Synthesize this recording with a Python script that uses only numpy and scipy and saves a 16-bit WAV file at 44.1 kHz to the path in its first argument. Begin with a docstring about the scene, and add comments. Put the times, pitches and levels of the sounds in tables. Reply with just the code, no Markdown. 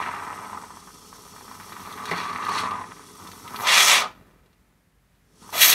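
"""Wet pops and a low gurgle over a hiss: expanding foam is squeezed from an upturned can into a glass tank.
Streams of ringing bubbles make the foam, filtered noise and clicks the hiss of the valve.
Twice, propellant breaks through in a loud, ragged spurt of crackle; fainter crackling follows the first.
The mono microphone is close, indoors: tank resonances and a small room colour the can and its foam,
over quiet room air and hum."""
import sys
import numpy as np
from scipy import signal
from scipy.fft import rfft, irfft, next_fast_len
from scipy.io import wavfile
from scipy.ndimage import uniform_filter1d

SR = 44100
rng = np.random.default_rng(int(sys.argv[2]) if len(sys.argv) > 2 else 0)


def wrap_up_sound(samples):
    """Save the sound to the file named by the first command line argument, as 16-bit audio."""
    columns = np.atleast_2d(samples).T
    # keep every value between -1 and 1, then stretch to whole-number steps
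    tamed = np.clip(columns, -1, 1)
    steps = np.round(tamed * 32767).astype(np.int16)
    wavfile.write(sys.argv[1], SR, steps)


N = 253442
TIME = np.arange(N) / SR
SIZE = next_fast_len(N + SR)  # transform length, with room for filter tails
FREQ = np.maximum(np.arange(SIZE // 2 + 1) * SR / SIZE, 1)

# The largest bubbles bursting at the nozzle, and at 2.114 s the pop of a plug of foam letting go with a thud.
# Each row: time in seconds, relative peak in dB, pitch in Hz.
BURSTS = [(0.002, -19, 1000), (0.023, -15, 1450), (0.139, -19, 1020), (0.224, -20.5, 1020),
          (0.328, -20, 1040), (0.53, -20, 950), (0.573, -26, 923), (0.637, -26, 964), (0.705, -27.5, 910),
          (0.771, -28.5, 1020), (0.874, -29.5, 1060), (1.128, -28, 1050), (1.363, -27.5, 1180),
          (1.41, -29, 980), (1.48, -26, 1180), (1.514, -25.5, 993), (1.6, -22.5, 1390),
          (1.722, -22.5, 1180), (1.766, -27, 1170), (1.873, -26, 1170), (1.977, -21.5, 1400),
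          (2.114, -13.5, 1950), (2.203, -17, 1100), (2.349, -19.5, 1170), (2.52, -14, 1110),
          (2.657, -16, 1070), (2.754, -18, 1040), (3.544, -18, 1100), (5.492, -30.5, 900),
          (5.528, -23.5, 900)]
# Propellant breaking through, one curve for each spurt.
# Each row: time in seconds, jet level in dB, dry spray relative to the jet in dB.
SPURT_CURVES = [
    [(3.62, -44.5, 2), (3.655, -31.5, -12), (3.675, -18, -11.5), (3.808, -15, -5.5), (3.856, -22.5, 0),
     (3.894, -15.5, -5.5), (3.962, -16.5, -9.5), (4.006, -25, -8), (4.06, -41.5, -16)],
    [(5.53, -36, -7.5), (5.592, -26.5, -3.5), (5.622, -10.5, -6.5), (5.675, -21, -1), (5.71, -19, -3),
     (5.74, -15.5, -11)],
]


def undb(db):
    """Decibels to gain."""
    return 10 ** (np.asarray(db) / 20)


def follow(table):
    """The columns of a control table at every sample."""
    s, *columns = np.transpose(table)
    return [np.interp(TIME, s, c) for c in columns]


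def shape(x, db):
    """Causal minimum-phase filter with the given gain at every frequency."""
    cepstrum = irfft(db * np.log(10) / 20, SIZE)
    # fold the cepstrum onto positive time, so that nothing rings ahead of its cause
    cepstrum[1:SIZE // 2] *= 2
    cepstrum[SIZE // 2 + 1:] = 0
    response = np.exp(rfft(cepstrum))
    return irfft(rfft(x, SIZE) * response, SIZE)[:N]


def colour(x, points):
    """Filter by a spectrum of (Hz, dB) points, falling away beyond its ends."""
    hz, db = np.transpose(points)
    octaves_beyond = np.maximum(np.log2(hz[0] / FREQ), 0) + np.maximum(np.log2(FREQ / hz[-1]), 0)
    inside_db = np.interp(np.log(FREQ), np.log(hz), db)
    return shape(x, inside_db - np.minimum(24 * octaves_beyond, 60))


def band(x, lo, hi):
    """The part of a sound between two frequencies; neighbouring bands add up to the whole."""
    above = np.interp(FREQ, [.9 * lo, 1.1 * lo], [0, 1])
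    below = np.interp(FREQ, [.9 * hi, 1.1 * hi], [1, 0])
    return irfft(rfft(x, SIZE) * above * below, SIZE)[:N]


def steady(x, lo, hi):
    """Scale a sound so that its band lo-hi holds rms 1 over each eighth of a second."""
    power = uniform_filter1d(band(x, lo, hi) ** 2, SR // 8)
    return x / np.sqrt(power + 1e-18)


def walk(rate):
    """Smooth chance with a spread near 1, changing rate times a second."""
    return np.interp(TIME * rate, np.arange(4096), rng.standard_normal(4096)) * np.sqrt(3 / 2)


def clicks(rate, spread_db):
    """Clicks at random moments, many small and a few large; rms 1."""
    size = undb(spread_db * np.minimum(rng.exponential(size=N), 4))
    sign = rng.choice([-1, 1], N)
    x = size * sign * (rng.random(N) < rate / SR)
    return x / np.std(x)


def ring(x, hz, width_hz):
    """A resonance with gain 1 at its centre."""
    return signal.lfilter(*signal.iirpeak(hz, hz / width_hz, fs=SR), x)


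def swell(start, end, rise_s, fall_s):
    """An envelope that rises to 1 at its start, holds to its end and dies away."""
    before, after = np.maximum(start - TIME, 0), np.maximum(TIME - end, 0)
    return np.exp(-before / rise_s - after / fall_s) + 1e-12


def decays(times, sizes, fade_s):
    """An envelope that jumps at each time and dies away."""
    kicks = np.bincount(np.abs(times * SR).astype(int), sizes, N)[:N]
    return signal.lfilter([1], [1, -np.exp(-1 / (fade_s * SR))], kicks + 1e-18)


def bubbles(rows, cycles, glide):
    """Each (s, peak dB, Hz) bubble rings for a few cycles, rising in pitch as its skin opens."""
    s, db, hz = np.transpose(rows)
    length = (SR * cycles / hz).astype(int)
    bubble = np.repeat(np.arange(len(s)), length)  # which bubble each sample belongs to
    step = np.arange(len(bubble)) - (np.cumsum(length) - length)[bubble]
    age = step / length[bubble]  # 0 to 1 over the life of a bubble
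    fade = np.exp(-np.log(1000) * age)
    wave = undb(db)[bubble] * fade * np.sin(2 * np.pi * cycles * age * (1 + glide * age))
    return np.bincount(np.abs(s * SR).astype(int)[bubble] + step, wave, N)[:N]


def froth(rate, centre_hz, octaves, spread_db, cycles):
    """A random stream of bubbles of mixed sizes."""
    when, size, pitch = rng.random((int(rate * N / SR), 3)).T
    db = spread_db * np.minimum(-np.log(1 - size), 4)
    hz = centre_hz * 2 ** (octaves * (2 * pitch - 1))
    return bubbles(np.transpose([when * N / SR, db, hz]), cycles, glide=0.17)


def room_tone():
    """Quiet room air as filtered noise over a mains hum that wavers in phase and level."""
    # Spectrum of the room air. Each row: frequency in Hz, relative level in dB.
    air_spectrum = [(40, -17.5), (60, -10.5), (115, -15.5), (160, -14.5), (350, -26.5), (800, -30.5),
                    (1900, -30.5), (2900, -37.5), (6000, -42), (13000, -42), (15700, -48.5)]
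    air_db, hum_hz, hum_db = -64, 48, -67.5
    air = steady(colour(rng.standard_normal(N), air_spectrum), 70, 15800)
    hum = np.sqrt(2) * np.sin(2 * np.pi * hum_hz * TIME + .3 * walk(5.0))
    return undb(air_db + .8 * walk(5.4)) * air + undb(hum_db + 1.7 * walk(5)) * hum


def settling():
    """After the first spurt the fresh foam keeps crackling and burbling, ever more faintly."""
    spectrum = [(90, 9.5), (200, 15.5), (600, 2.5), (1500, 1.5), (4000, -15.0), (8000, -23.0), (15000, -20.5)]
    crackle = colour(clicks(rate=2300, spread_db=4.0), spectrum)
    age = TIME - SPURT_CURVES[0][-1][0]
    fade = np.exp(-np.abs(age) / 0.23) * (age > 0)
    return undb(-48.5) * fade * crackle / np.std(crackle)


def whistles():
    """The half-open valve whistles faintly as gas rings narrow resonances in it."""
    # Whistles at the valve. Each row: start in seconds, end in seconds, pitch in Hz, level in dB.
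    whistle_rows = [(0, 0.752, 8170, -60), (1.0, 1.713, 5550, -63.5), (1.1, 1.698, 4520, -69)]
    gas, out = rng.standard_normal(N), 0
    for start, end, hz, db in whistle_rows:
        tone = ring(gas, hz, width_hz=120)
        out = out + undb(db) * swell(start, end, rise_s=.03, fall_s=.03) * tone / np.std(tone)
    return out


def valve():
    """Propellant hisses through the valve, and now and then rasps out between the bubbles."""
    # Opening of the valve, one curve for each pull of the trigger.
    # Each row: time in seconds, level of the finest mist in dB.
    openings = [
        [(0.0, -66), (0.45, -64), (0.75, -67), (1.85, -58.5), (2.4, -66.5), (2.85, -71.5), (3.3, -60),
         (3.5, -60), (3.62, -45)],
        [(5.43, -71.5), (5.52, -57)],
    ]
    # Gas surging through the foam. Each row: time in seconds, rasp level in dB, rise in seconds,
    # fall in seconds, hiss relative to the rasp in dB.
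    surges = [(0.01, -51, 0.014, 0.057, -11), (1.9, -55, 0.27, .2, -28), (2.097, -38, 0.017, .018, -17),
              (2.18, -38, 0.026, .085, -18.5), (2.585, -33, .06, .035, -7.5)]
    # Spectrum of the hiss. Each row: frequency in Hz, relative level in dB.
    hiss_spectrum = [(1290, -34.5), (2200, -9), (2930, -5.5), (3160, -1.5), (4010, -5.5), (4460, -1),
                     (5000, -1), (5480, 2), (6620, -3), (9660, -3), (15700, -16)]
    # Spectrum of the rasp. Each row: frequency in Hz, relative level in dB.
    rasp_spectrum = [(2300, 0.5), (3100, -4.5), (4400, 0), (5100, -11.5), (6700, -14.5), (7500, -28),
                     (10000, -27.5), (15700, -31)]
    # the coarse hiss grows more slowly than the mist: its level at a reference mist, dB gained per dB of mist
    reference_hiss_db, reference_mist_db, hiss_per_mist = -54, -63.5, .28
    fade_s = 0.059  # time constant of the valve opening and shutting

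    gas = rng.standard_normal(N) + undb(-2.0) * clicks(rate=1200, spread_db=3.0)
    hiss = colour(gas, hiss_spectrum) * undb(.6 * walk(40))
    coarse = band(hiss, 1, 10600)
    mist = steady(hiss - coarse, 11000, 15500)
    coarse = steady(coarse, 5200, 10000)
    rasp = colour(clicks(rate=1800, spread_db=3.5) * undb(3 * walk(70)), rasp_spectrum)
    rasp = steady(rasp, 2900, 6500)

    out = 0
    for pull in openings:
        (mist_db,) = follow(pull)
        coarse_db = reference_hiss_db + hiss_per_mist * (mist_db - reference_mist_db)
        is_open = swell(pull[0][0], pull[-1][0], fade_s, fade_s)
        out = out + is_open * (undb(coarse_db) * coarse + undb(mist_db) * mist)
    for s, db, rise, fall, hiss_db in surges:
        surge = rasp + undb(hiss_db) * (coarse + undb(-22) * mist)
        out = out + undb(db) * swell(s, s, rise, fall) * surge
    return out


def spits():
    """Small pockets of gas spit through the skin of the foam in puffs of a few milliseconds."""
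    # Pockets of gas escaping. Each row: time in seconds, relative level in dB.
    pockets = [(1.725, -35), (1.925, -35), (2.0549, -25.5), (2.111, -25.5), (2.449, -28.5), (2.49, -26),
               (2.7104, -33), (3.2725, -35.5), (3.3156, -34), (3.4766, -34), (3.56, -26.5), (3.6065, -30),
               (4.3092, -60), (4.4594, -56), (4.5294, -56), (5.1499, -65)]
    s, db = np.transpose(pockets)
    gas = colour(rng.standard_normal(N), [(1000, 1.5), (4000, 2.5), (7000, -9.5), (15000, -18)])
    return undb(-4.5) * decays(s, undb(db), fade_s=0.0071) * gas / np.std(gas)


def spurts():
    """Gas tears the foam into droplets: dense crackle over a jet, wet and low or dry and sharp."""
    # What each spurt carries. Each row: wet splutter at full jet in dB, finest mist relative to the jet in dB
    # where the dry spray equals the jet.
    loads = [(-24, -10.5), (-29.5, 1)]
    # One spectrum for each spurt. 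Each row: frequency in Hz, relative level in dB.
    spectra = [
        [(59, -61), (100, -26.5), (243, -20), (313, -27.5), (413, -19), (449, -23.5), (555, -10.5), (865, -10),
         (1020, -5), (1530, -6.5), (2390, -1), (2890, -5.5), (3280, -4), (8860, -18), (15700, -30)],
        [(59, -47), (100, -17.5), (459, -17), (715, -5.5), (795, -11.5), (1670, -5.5), (1810, -4), (1970, -2.5),
         (3800, -4.5), (5000, -8.5), (5560, -1), (9640, -7), (10500, -3), (12400, 2), (15700, -6)],
    ]
    # the wet splutter grows slowly with the jet; the mist grows faster than the dry spray (dB per dB)
    full_jet_db, wet_per_jet, mist_per_dry = -14, 0.23, 1.3

    jet = clicks(rate=2500, spread_db=1.0) + undb(-2) * rng.standard_normal(N)
    jet = jet * undb(1.0 * walk(120))
    out = 0
    for curve, (wet_db, mist_db), spectrum in zip(SPURT_CURVES, loads, spectra):
        db, dry_db = follow(curve)
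        gas = colour(jet, spectrum)
        wet = steady(band(gas, 70, 1450), 400, 1400)
        core = steady(band(gas, 1450, 5100), 1500, 5000)
        dry_spray = steady(band(gas, 5100, 10400), 5200, 10000)
        mist = steady(band(gas, 10400, SR), 10500, 15500)
        spray = core + undb(dry_db) * dry_spray + undb(mist_db + mist_per_dry * dry_db) * mist
        splutter = undb(wet_db + wet_per_jet * (db - full_jet_db)) * wet
        blowing = swell(curve[0][0], curve[-1][0], rise_s=0.005, fall_s=0.015)
        out = out + blowing * (undb(db) * spray + splutter)
    return out


def pops():
    """A large bubble bursts and sets off its neighbours in a short wet spatter; a loosened plug thuds."""
    # Plugs of foam letting go with a thud. Each row: time in seconds, level of the thud's low body in dB.
    plugs = [(2.114, -30)]
    burst = bubbles(BURSTS, cycles=14, glide=0.14)
    snap = band(bubbles(BURSTS, cycles=2.5, glide=0.61), lo=797, hi=6000)
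    age = TIME[:SR // 10]
    spatter = rng.standard_normal(len(age)) * np.exp(-age / .011)
    spatter = spatter / np.linalg.norm(spatter)
    out = undb(-4.5) * burst + undb(5.0) * signal.fftconvolve(snap, spatter)[:N]
    for s, db in plugs:
        age = np.maximum(TIME - s, 0)
        body = np.sin(2 * np.pi * 172 * age) * np.exp(-age / .07)
        splat = band(rng.standard_normal(N), lo=256, hi=2400) * np.exp(-age / 0.015) * (age > 0)
        out = out + undb(db) * (body + undb(19.5) * splat)
    return out


def choke(depth_db, swell_s, gush_db, gush_s):
    """Gain of the flow: a swelling bubble blocks the nozzle; when it bursts, the held-back foam gushes out."""
    s, each = np.transpose(BURSTS)[0], np.ones(len(BURSTS))
    gush = decays(s, each, gush_s)
    blocked = decays(N / SR - s, each, swell_s)[::-1]  # a decay run backwards, growing up to each burst
    return undb(gush_db * gush - depth_db * blocked)


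def foam():
    """Foam comes in uneven gulps: bubbles burst, a hollow rings with them and the straw gurgles."""
    # Foam leaving the nozzle, one curve for each pull of the trigger.
    # Each row: time in seconds, flow as splutter level in dB, small bubbles relative to it in dB.
    flow_curves = [
        [(0.0, -32, -1.5), (0.2, -35.5, -7), (0.45, -40, -8.5), (0.58, -38, -13), (0.63, -45.5, -10.5),
         (0.8, -52, -8), (1.02, -55.5, -11.5), (1.65, -47.5, -7), (2.05, -41, -5.5), (2.15, -31, -2.5),
         (2.27, -40, -1.5), (2.62, -31.5, -4), (2.72, -35, -9), (2.95, -52, -1.5), (3.12, -56, -6),
         (3.22, -46.5, -10.5), (3.42, -51.5, -8.5), (3.5, -40.5, -12), (3.62, -37.5, -5.5)],
        [(5.31, -77.5, -5), (5.405, -66.5, -5), (5.428, -51.5, -11), (5.48, -53, -9), (5.52, -54, -3)],
    ]
    # A hollow in the foam opens, rings under the popping and closes.
    # Each row: time in seconds, level in dB, rise in seconds, fall in seconds, pitch in Hz.
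    hollows = [(2.03, -43.5, .16, .06, 1163), (2.28, -34, .1, 0.24, 1165), (2.51, -27, 0.036, 0.033, 1153),
               (2.69, -29, 0.059, .035, 1158), (2.765, -35.5, .02, .05, 1060)]
    # Spectrum of the bubbles. Each row: frequency in Hz, relative level in dB.
    bubble_spectrum = [(300, -27.5), (560, -16), (750, -8.5), (950, -1), (1340, -2), (1660, -4.5),
                       (2200, -8), (2900, -15.5), (4200, -21.5), (5000, -33)]
    # Spectrum of the gurgle. Each row: frequency in Hz, relative level in dB.
    gurgle_spectrum = [(72, -16), (92, 3.5), (120, -1.9), (138, -6), (172, 3), (240, 1.5), (330, -3.5),
                       (430, -2.5), (580, -13.5)]
    # the gurgle follows the flow: its level at a reference flow as the straw starts to fill, dB per dB of flow
    reference_gurgle_db, reference_flow_db, gurgle_per_flow = -50.5, -42.5, 0.5
    fill_db_per_s, straw_full_s = 1.96, 2.3  # it grows as the straw fills, then the straw stays full
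    fade_s = 0.04  # time constant of the flow building up before a pull and dying after it

    gulps = walk(75)
    stream = froth(rate=900, centre_hz=1152, octaves=0.91, spread_db=2.5, cycles=5)
    stream += undb(1.5) * froth(rate=2000, centre_hz=3000, octaves=.8, spread_db=4.5, cycles=5)
    stream *= undb(2.0 * gulps)
    splutter = colour(stream, bubble_spectrum)
    large = band(splutter, 1, 1450)
    small = steady(splutter - large, 1500, 2800)
    large = steady(large, 700, 1400)
    gurgle = colour(clicks(rate=900, spread_db=2) * undb(0.98 * gulps), gurgle_spectrum)
    gurgle = steady(band(gurgle, 70, 2000), 80, 480)

    popping, gurgling, hollow = 0, 0, 0
    fill_db = fill_db_per_s * np.minimum(TIME, straw_full_s)
    for pull in flow_curves:
        db, small_db = follow(pull)
        flowing = swell(pull[0][0], pull[-1][0], fade_s, fade_s)
        gurgle_db = reference_gurgle_db + gurgle_per_flow * (db - reference_flow_db) + fill_db
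        popping = popping + flowing * undb(db) * (large + undb(small_db) * small)
        gurgling = gurgling + flowing * undb(gurgle_db) * gurgle
    for s, db, rise, fall, hz in hollows:
        tone = ring(ring(stream, hz, width_hz=95), hz, width_hz=280)
        hollow = hollow + undb(db) * swell(s, s, rise, fall) * steady(tone, 900, 1400)
    return popping * choke(depth_db=2, swell_s=0.022, gush_db=1.0, gush_s=.02) + hollow + gurgling


def echoes(t60, delay):
    """Dense reflections of energy 1 that start after a delay and die away by 60 dB in t60 seconds."""
    tail = rng.standard_normal(N) * undb(-60 * TIME / t60) * (TIME > delay)
    return tail / np.linalg.norm(tail)


def space(x):
    """The treble flutters between glass walls; the room follows, duller and longer; tank modes colour both."""
    # Resonances and hollows of the glass tank. Each row: frequency in Hz, width in Hz, gain in dB.
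    tank_modes = [(319, 89, -0.5), (422, 31, 6), (478.5, 18, -1), (786, 27, -2), (848, 6.9, 3),
                  (1000, 65, 3.5), (1614, 71, -3), (1721, 69, 3.5), (1826, 39, -9), (1900, 39, 2.5),
                  (2260, 68, -3), (2343, 78, 2), (2709, 49, -5.5), (2920, 220, -1), (3760, 240, 2),
                  (4460, 140, 3.5), (4400, 200, -1), (4976, 450, -4), (5900, 360, 1), (6070, 90, 2),
                  (7640, 550, -1.34), (9109, 220, 0), (9740, 550, 1), (10780, 550, -4.5), (12252, 480, 1)]
    flutter = band(echoes(t60=0.026, delay=0.0012), lo=1200, hi=22000)
    room = signal.lfilter(*signal.butter(1, 6000, fs=SR), echoes(t60=0.26, delay=0.0087))
    response = undb(-4.5) * flutter + undb(-11.0) * room
    response[0] += 1  # direct sound
    x = signal.fftconvolve(x, response[:SR] / np.linalg.norm(response))[:N]
    grid = FREQ[::20]  # a coarse grid is enough for the modes
    glass_db = 0
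    for hz, width, db in tank_modes:
        distance = np.minimum(np.abs(grid - hz) / width, 4)
        glass_db = glass_db + db / 16 ** (distance ** 2)
    return shape(x, np.interp(FREQ, grid, glass_db))


def scene():
    """The can and its foam sound in the tank and room; the room tone joins them at one microphone."""
    can = foam() + pops() + valve() + whistles() + spits() + spurts() + settling()
    mono = space(can) + room_tone()
    return np.array([mono, mono])


def record(dry):
    """The recorder clips at full scale and cuts the lowest bass and the top."""
    low_cut = signal.butter(4, 38, "high", fs=SR, output="sos")
    top_cut = signal.ellip(12, .2, 90, 15700, fs=SR, output="sos")
    x = signal.sosfilt(low_cut, np.clip(dry, -1, 1))
    return signal.sosfilt(top_cut, x)


dry = scene()
out = record(dry)
wrap_up_sound(out)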